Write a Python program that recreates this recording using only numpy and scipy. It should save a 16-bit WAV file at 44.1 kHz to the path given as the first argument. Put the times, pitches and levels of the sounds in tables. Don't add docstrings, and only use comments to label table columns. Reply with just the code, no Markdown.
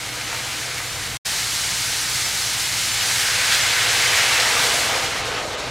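import sys
import numpy as np
from scipy import signal
from scipy.io import wavfile
from scipy.ndimage import uniform_filter1d

SR = 44100
rng = np.random.default_rng(int(sys.argv[2]) if len(sys.argv) > 2 else 0)


def invert_db(level):
    return 10 ** (np.asarray(level, dtype=float) / 20)


def pcm_store(signal):
    levels = np.round(np.clip(np.atleast_2d(signal), -1, 1) * 32767)
    wavfile.write(sys.argv[1], SR, levels.astype(np.int16).T)


N = 251678
DROP_S, BACK_S = 1.1717, 1.2485


def unit(x):
    return x / np.sqrt(np.mean(x ** 2) + 1e-20)


def in_time(rows):
    s, *columns = np.transpose(rows)
    return [np.interp(np.arange(N) / SR, s, c) for c in columns]


def swell(t, s, length):
    return np.exp(-.5 * ((t - s) / length) ** 2)


def drift(rate):
    r = np.exp(-80 * np.pi * rate / SR)
    noise = rng.standard_normal(N // 40 + 2002)
    slow = signal.lfilter([1], [1, -2 * r, r * r], noise)[2000:]
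    return np.interp(np.arange(N) / 40, np.arange(len(slow)), unit(slow))


def resonance(x, hz, width_hz):
    r = np.exp(-np.pi * width_hz / SR)
    poles = [1, -2 * r * np.cos(2 * np.pi * hz / SR), r * r]
    return signal.lfilter([(1 - r * r) / 2, 0, (r * r - 1) / 2], poles, x)


def bursts(colour, per_s, spread_db, surge_db, patch_db, tilt_db=0):
    hz, level_db = np.transpose(colour)
    edges = 2 ** np.arange(np.log2(hz[0]), np.log2(hz[-1]) + 1 / 5, 1 / 4)
    sizes = invert_db(spread_db * np.minimum(rng.exponential(1, N), 5)) * rng.choice([-1, 1], N)
    chance, surge = rng.random((3, N)), drift(14.6)
    out, power = 0, 0
    for k, (low, high) in enumerate(zip(edges, np.minimum(edges[1:], .45 * SR))):
        struck = np.roll(chance[k % 3], 1499 * k) < per_s / SR
        clicks = unit(np.roll(sizes, 997 * k) * struck)
        band = signal.butter(2, [low, high], "band", fs=SR, output="sos")
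        rings = signal.sosfilt(band, clicks + 1e-18)
        centre = np.sqrt(low * high)
        gain_db = np.interp(np.log(centre), np.log(hz), level_db)
        power += invert_db(2 * gain_db) * np.mean(rings ** 2)
        slope_db = tilt_db * np.log2(centre / hz[np.argmax(level_db)])
        out = out + invert_db(gain_db + slope_db + surge_db * surge + patch_db * drift(11)) * rings
    return out / np.sqrt(power)


# (fizz level [dB], fizz tilt [dB/octave], flash level [dB], gurgle level [dB])
SIMMER = [
    (-30, -1, -30, -38),
    (-23.5, -0.7, -29.5, -40.5),
]


def simmer():
    early = np.arange(N) / SR < BACK_S
    return [np.where(early, before, after) for before, after in zip(*SIMMER)]


# (time [s], level [dB])
VIGOUR = [(0, -2.5), (.2, -1.5), (.4, 0.6), (.75, -0.4), (1.17, -1.5)]


def vigour():
    return (np.arange(N) / SR < BACK_S) * in_time(VIGOUR)[0]


# (time [s], level [dB])
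POUR = [(1.4, 0), (2.75, 1.4), (3.0, 4.5), (3.45, 8), (3.8, 8.5), (4.35, 10.5), (4.7, 8.5), (5.05, 3),
        (5.7, -2)]


def pour():
    return (np.arange(N) / SR >= BACK_S) * in_time(POUR)[0]


def pool():
    from_s, full_s = 2.78, 4.5
    t = np.arange(N) / SR
    return np.clip((t - from_s) / (full_s - from_s), 0, 1), np.maximum(t - full_s, 0)


# (time [s], steam level [dB], gurgle level [dB], length [s])
SURGES = [(.33, .6, 3.5, 0.025), (2.99, 0.5, -1.5, 0.055), (3.045, -.6, 3.5, 0.039),
          (3.327, 0.5, -0.5, 0.027), (3.527, 2.5, 0, 0.027), (3.9, 1, 0, 0.11), (4.18, 1.3, 0.5, 0.062),
          (3.7, 0.8, 2, 0.1), (4.38, 1.5, -1, 0.05), (4.95, 1, 3, 0.066), (5.077, 0, -2, 0.04),
          (5.38, 2, 2.5, 0.026), (5.478, -9, 0.5, 0.026)]


def surges():
    t = np.arange(N) / SR
    steam_db = sum(db * swell(t, s, length) for s, db, _, length in SURGES)
    gurgle_db = sum(db * swell(t, s, length) for s, _, db, length in SURGES)
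    return steam_db, gurgle_db


# (frequency [Hz], spectral density [dB])
FIZZ = [(700, -16.5), (1500, -13), (2800, -8.5), (4200, -1.5), (6500, -2.5), (9000, -5.5), (12000, -12.5),
        (15800, -20)]
# (time [s], level [dB], length [s])
FLARES = [(2.45, 0.5, 0.043), (3.152, 2, 0.071), (3.55, 1.5, 0.033), (3.657, -0.5, 0.053), (4.152, 1, .05),
          (4.637, 1.5, 0.044), (5.05, 3.5, .02), (5.098, -2, .02), (5.16, 1, .015), (5.234, -7, 0.011),
          (5.262, 1.5, 0.0175), (5.375, -1, .01), (5.455, 0, 0.011), (5.5, 0.5, 0.032),
          (5.567, -11, 0.0087), (5.595, 4, 0.016)]


def fizz():
    t = np.arange(N) / SR
    level_db, tilt, _, _ = simmer()
    pour_db = pour()
    drown_from_s, drown_time_constant_s = 4.794, 0.79
    drowned = 1 - np.exp(-np.maximum(t - drown_from_s, 0) / drown_time_constant_s)
    flare_db = sum(db * swell(t, s, length) for s, db, length in FLARES)
    level_db = level_db + vigour() + 0.25 * pour_db - 14 * drowned
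    brightening = 0.82 * t * (t < BACK_S)
    tilt = tilt + brightening - 0.08 * pour_db - 8.5 * drowned
    return invert_db(level_db + 0.9 + 0.68 * flare_db) * bursts(FIZZ, 11000, 2.2, 0.56, 0.31, tilt + 0.22 * flare_db)


# (frequency [Hz], spectral density [dB])
FLASH = [(500, -20), (900, -12), (1300, -7), (1650, 0.5), (2150, 3), (2600, 0.5), (3200, -1), (5000, -8.5),
         (8000, -13.5)]


def flash():
    _, _, level_db, _ = simmer()
    level_db = level_db + 0.72 * vigour() + pour() + surges()[0]
    return invert_db(level_db - 0.5) * bursts(FLASH, 4000, 2.32, 0.067, 0.96)


# (frequency [Hz], spectral density [dB])
GURGLE = [(200, -10.5), (330, -4), (480, 0.5), (750, 3), (1000, 3), (1300, 3), (1800, -8), (3000, -16)]


def gurgle():
    _, _, _, level_db = simmer()
    depth, flooded_s = pool()
    level_db = level_db + 0.97 * vigour() + 13.5 * depth - 4 * flooded_s + surges()[1]
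    tilt = -.3 - 4 * flooded_s
    return invert_db(level_db - 1.5) * bursts(GURGLE, 900, 2.2, 0.29, 0.17, tilt)


# (frequency [Hz], width [Hz], added level [dB])
BODY = [(367, 7.5, -16), (492, 40, 3), (634, 16, -0.5), (702, 46, -2), (796, 44, -4.5), (909, 29, -3.5),
        (1004, 58, -12), (1240, 170, -8.5), (1360, 28, -0.5), (1555, 110, -5), (2020, 48, -15),
        (2200, 105, -14.5), (2934, 68, -10), (3470, 99, -18), (4030, 280, -15.5), (6000, 52, -34.5)]


def steel(x):
    return invert_db(-1.5) * (x + sum(invert_db(db) * resonance(x, hz, width) for hz, width, db in BODY))


# (frequency [Hz], spectral density [dB])
RUMBLE = [(25, -9), (40, -3.5), (60, -18.5), (80, -0.5), (110, -2), (150, -4), (220, -10), (320, -10),
          (450, -13), (800, -29)]
# (frequency [Hz], early level [dB], late level [dB])
MOTOR = [(59, -56, -49.5), (119.7, -44.5, -45), (175, -69, -60), (303.3, -53.5, -58.5)]


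def fan():
    t = np.arange(N) / SR
    turn, tones = 2 * np.pi * t + .003 * drift(3), 0
    for hz, early_db, late_db in MOTOR:
        level_db = np.where(t < BACK_S, early_db, late_db) + 3 + 1.1 * drift(9)
        tones = tones + invert_db(level_db) * np.sin(hz * turn)
    air = bursts(RUMBLE, 9000, 1.0, 0.25, 0.23)
    air_db = -40.5 + 2 * pool()[0] - 2.5
    return invert_db(air_db) * (air + invert_db(-6.0) * resonance(air, 99, 12.4)) + tones


def kitchen(x):
    t60_s = 0.24
    t = np.arange(round(.4 * SR)) / SR
    echoes = rng.standard_normal(len(t)) * invert_db(-60 * t / t60_s) * (t > .004)
    echoes = signal.lfilter([1], [1, -.3], echoes)
    return signal.fftconvolve(x, echoes / np.sqrt(np.sum(echoes ** 2)))[:N]


# (time [s], peak level [dB], pitch [Hz])
SPITS = [
    (0.2126, -18, 2020),
    (0.329, -14, 990),
    (0.782, -19, 1700),
    (0.803, -18, 960),
    (3.523, -6, 2300),
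    (3.538, -15, 2300),
    (4.952, -23, 900),
    (4.982, -18, 1200),
    (5.379, -15, 1000),
]


def spits():
    out, t = np.zeros(N), np.arange(round(.15 * SR)) / SR
    sprays = rng.standard_normal((len(SPITS), len(t)))
    for (s, peak_db, hz), spray in zip(SPITS, sprays):
        puff = invert_db(-30) * spray * np.exp(-t / 0.027)
        puff[0] += 1
        ring = resonance(resonance(puff, hz, 1.1 * hz), hz, 3.4 * hz)
        at = round(s * SR)
        out[at:at + len(t)] += invert_db(peak_db + 23.0) * ring
    return out


def handling():
    from_s, rise_s, level_db = .86, .06, -42
    t = np.arange(N) / SR
    band = signal.butter(2, [40, 130], "band", fs=SR, output="sos")
    thud = signal.sosfilt(band, rng.standard_normal(N))
    return invert_db(level_db) * np.clip((t - from_s) / rise_s, 0, 1) * (t < BACK_S) * unit(thud)


# (time [s], peak level [dB], pitch [Hz], life [s])
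PLOPS = [(4.565, -11, 1152, 0.018), (4.74, -15, 613, 0.0079), (4.948, -19, 510, 0.013),
         (4.978, -30, 680, 0.011), (5.268, -24, 690, 0.011), (5.278, -25, 504, 0.016),
         (5.315, -25, 435, 0.013), (5.372, -21, 772, 0.01), (5.45, -19, 592, 0.011),
         (5.538, -20.5, 490, 0.013), (5.62, -19, 573, 0.022)]


def plops():
    out, t = np.zeros(N + SR), np.arange(round(.08 * SR)) / SR
    for s, peak_db, hz, life in PLOPS:
        shape = t / life * np.exp(1 - t / life * 2.5)
        at = round(s * SR)
        out[at:at + len(t)] += invert_db(peak_db - 1.5) * shape * np.sin(2 * np.pi * hz * t * (1 + 1.15 * t))
    return out[:N]


def scene():
    pan = steel(fizz() + flash() + gurgle() + spits() + plops())
    return np.tile(pan + invert_db(-14) * kitchen(pan) + fan() + handling(), (2, 1))


# (time [s], low edge [Hz], high edge [Hz])
FILLS = [(0.118, 4620, 5770), (0.258, 6240, 8350), (0.258, 8870, 10340), (0.304, 7620, 9100),
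         (0.351, 8230, 9690), (0.722, 4610, 5770), (0.722, 7540, 8960), (0.885, 5130, 6370),
         (0.908, 5170, 7600), (0.954, 5700, 6980), (1.512, 8910, 10420), (2.046, 10940, 12490),
         (2.069, 8350, 10420), (2.092, 6300, 7670), (2.139, 4610, 5730), (2.255, 5160, 6300),
         (2.44, 4640, 5600), (2.649, 5210, 6300), (2.905, 10900, 12400), (2.928, 5170, 6980),
         (3.021, 4610, 6290), (3.021, 7580, 9000), (3.625, 4260, 6800), (4.019, 8200, 10420),
         (4.112, 4240, 5150), (4.112, 8230, 9730), (4.205, 8300, 9690), (4.878, 8910, 10380),
         (4.971, 4220, 5200), (5.064, 4650, 5700)]


def fill_bands(mid):
    top_hz, offset = 15750, 100
    n, side, mid = np.arange(2048), np.zeros(N), mid.copy()
    bell = np.sin(np.pi * (n + .5) / len(n))
    # time [s], low edge [Hz], width [Hz]
    stray = rng.uniform((.1, 10300, 1400), (4.5, 14400, 2600), size=(10, 3))
    fills = FILLS + [(s, low, min(low + width, top_hz)) for s, low, width in stray if abs(s - BACK_S) > .1]
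    for (s, low, high), noise in zip(fills, rng.standard_normal((len(fills), 1024))):
        at = offset + 1024 * round((s * SR - offset) / 1024 - 1) + n
        k = np.arange(round(low / SR * 2048), round(high / SR * 2048))
        waves = bell * np.cos(np.pi / 1024 * np.outer(k + .5, n + 512.5)) / np.sqrt(512)
        held = waves @ mid[at]
        side[at] += np.sqrt(uniform_filter1d(held ** 2, size=40) / 2) * noise[k] @ waves
        mid[at] -= (1 - np.sqrt(.5)) * held @ waves
    return np.array([mid + side, mid - side])


def low_pass(x):
    return signal.sosfilt(signal.butter(12, 15750, fs=SR, output="sos"), x)


def record(dry):
    t = np.arange(N) / SR
    cut = np.clip((DROP_S - t) / .0012, 0, 1)
    smear = invert_db(-23 - 2800 * np.clip(t - DROP_S, 0, 1)) * (t < DROP_S + .015)
    back = np.clip((t - BACK_S) / 0.012, 0, 1) ** 0.99
    rounded = .9 * np.tanh(dry[0] / .9)
    top = signal.cheby2(18, 60, 16350, fs=SR, output="sos")
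    mid = signal.sosfilt(top, (np.maximum(cut, smear) + back) * rounded)
    return low_pass(fill_bands(mid))


dry = scene()
out = record(dry)
pcm_store(out)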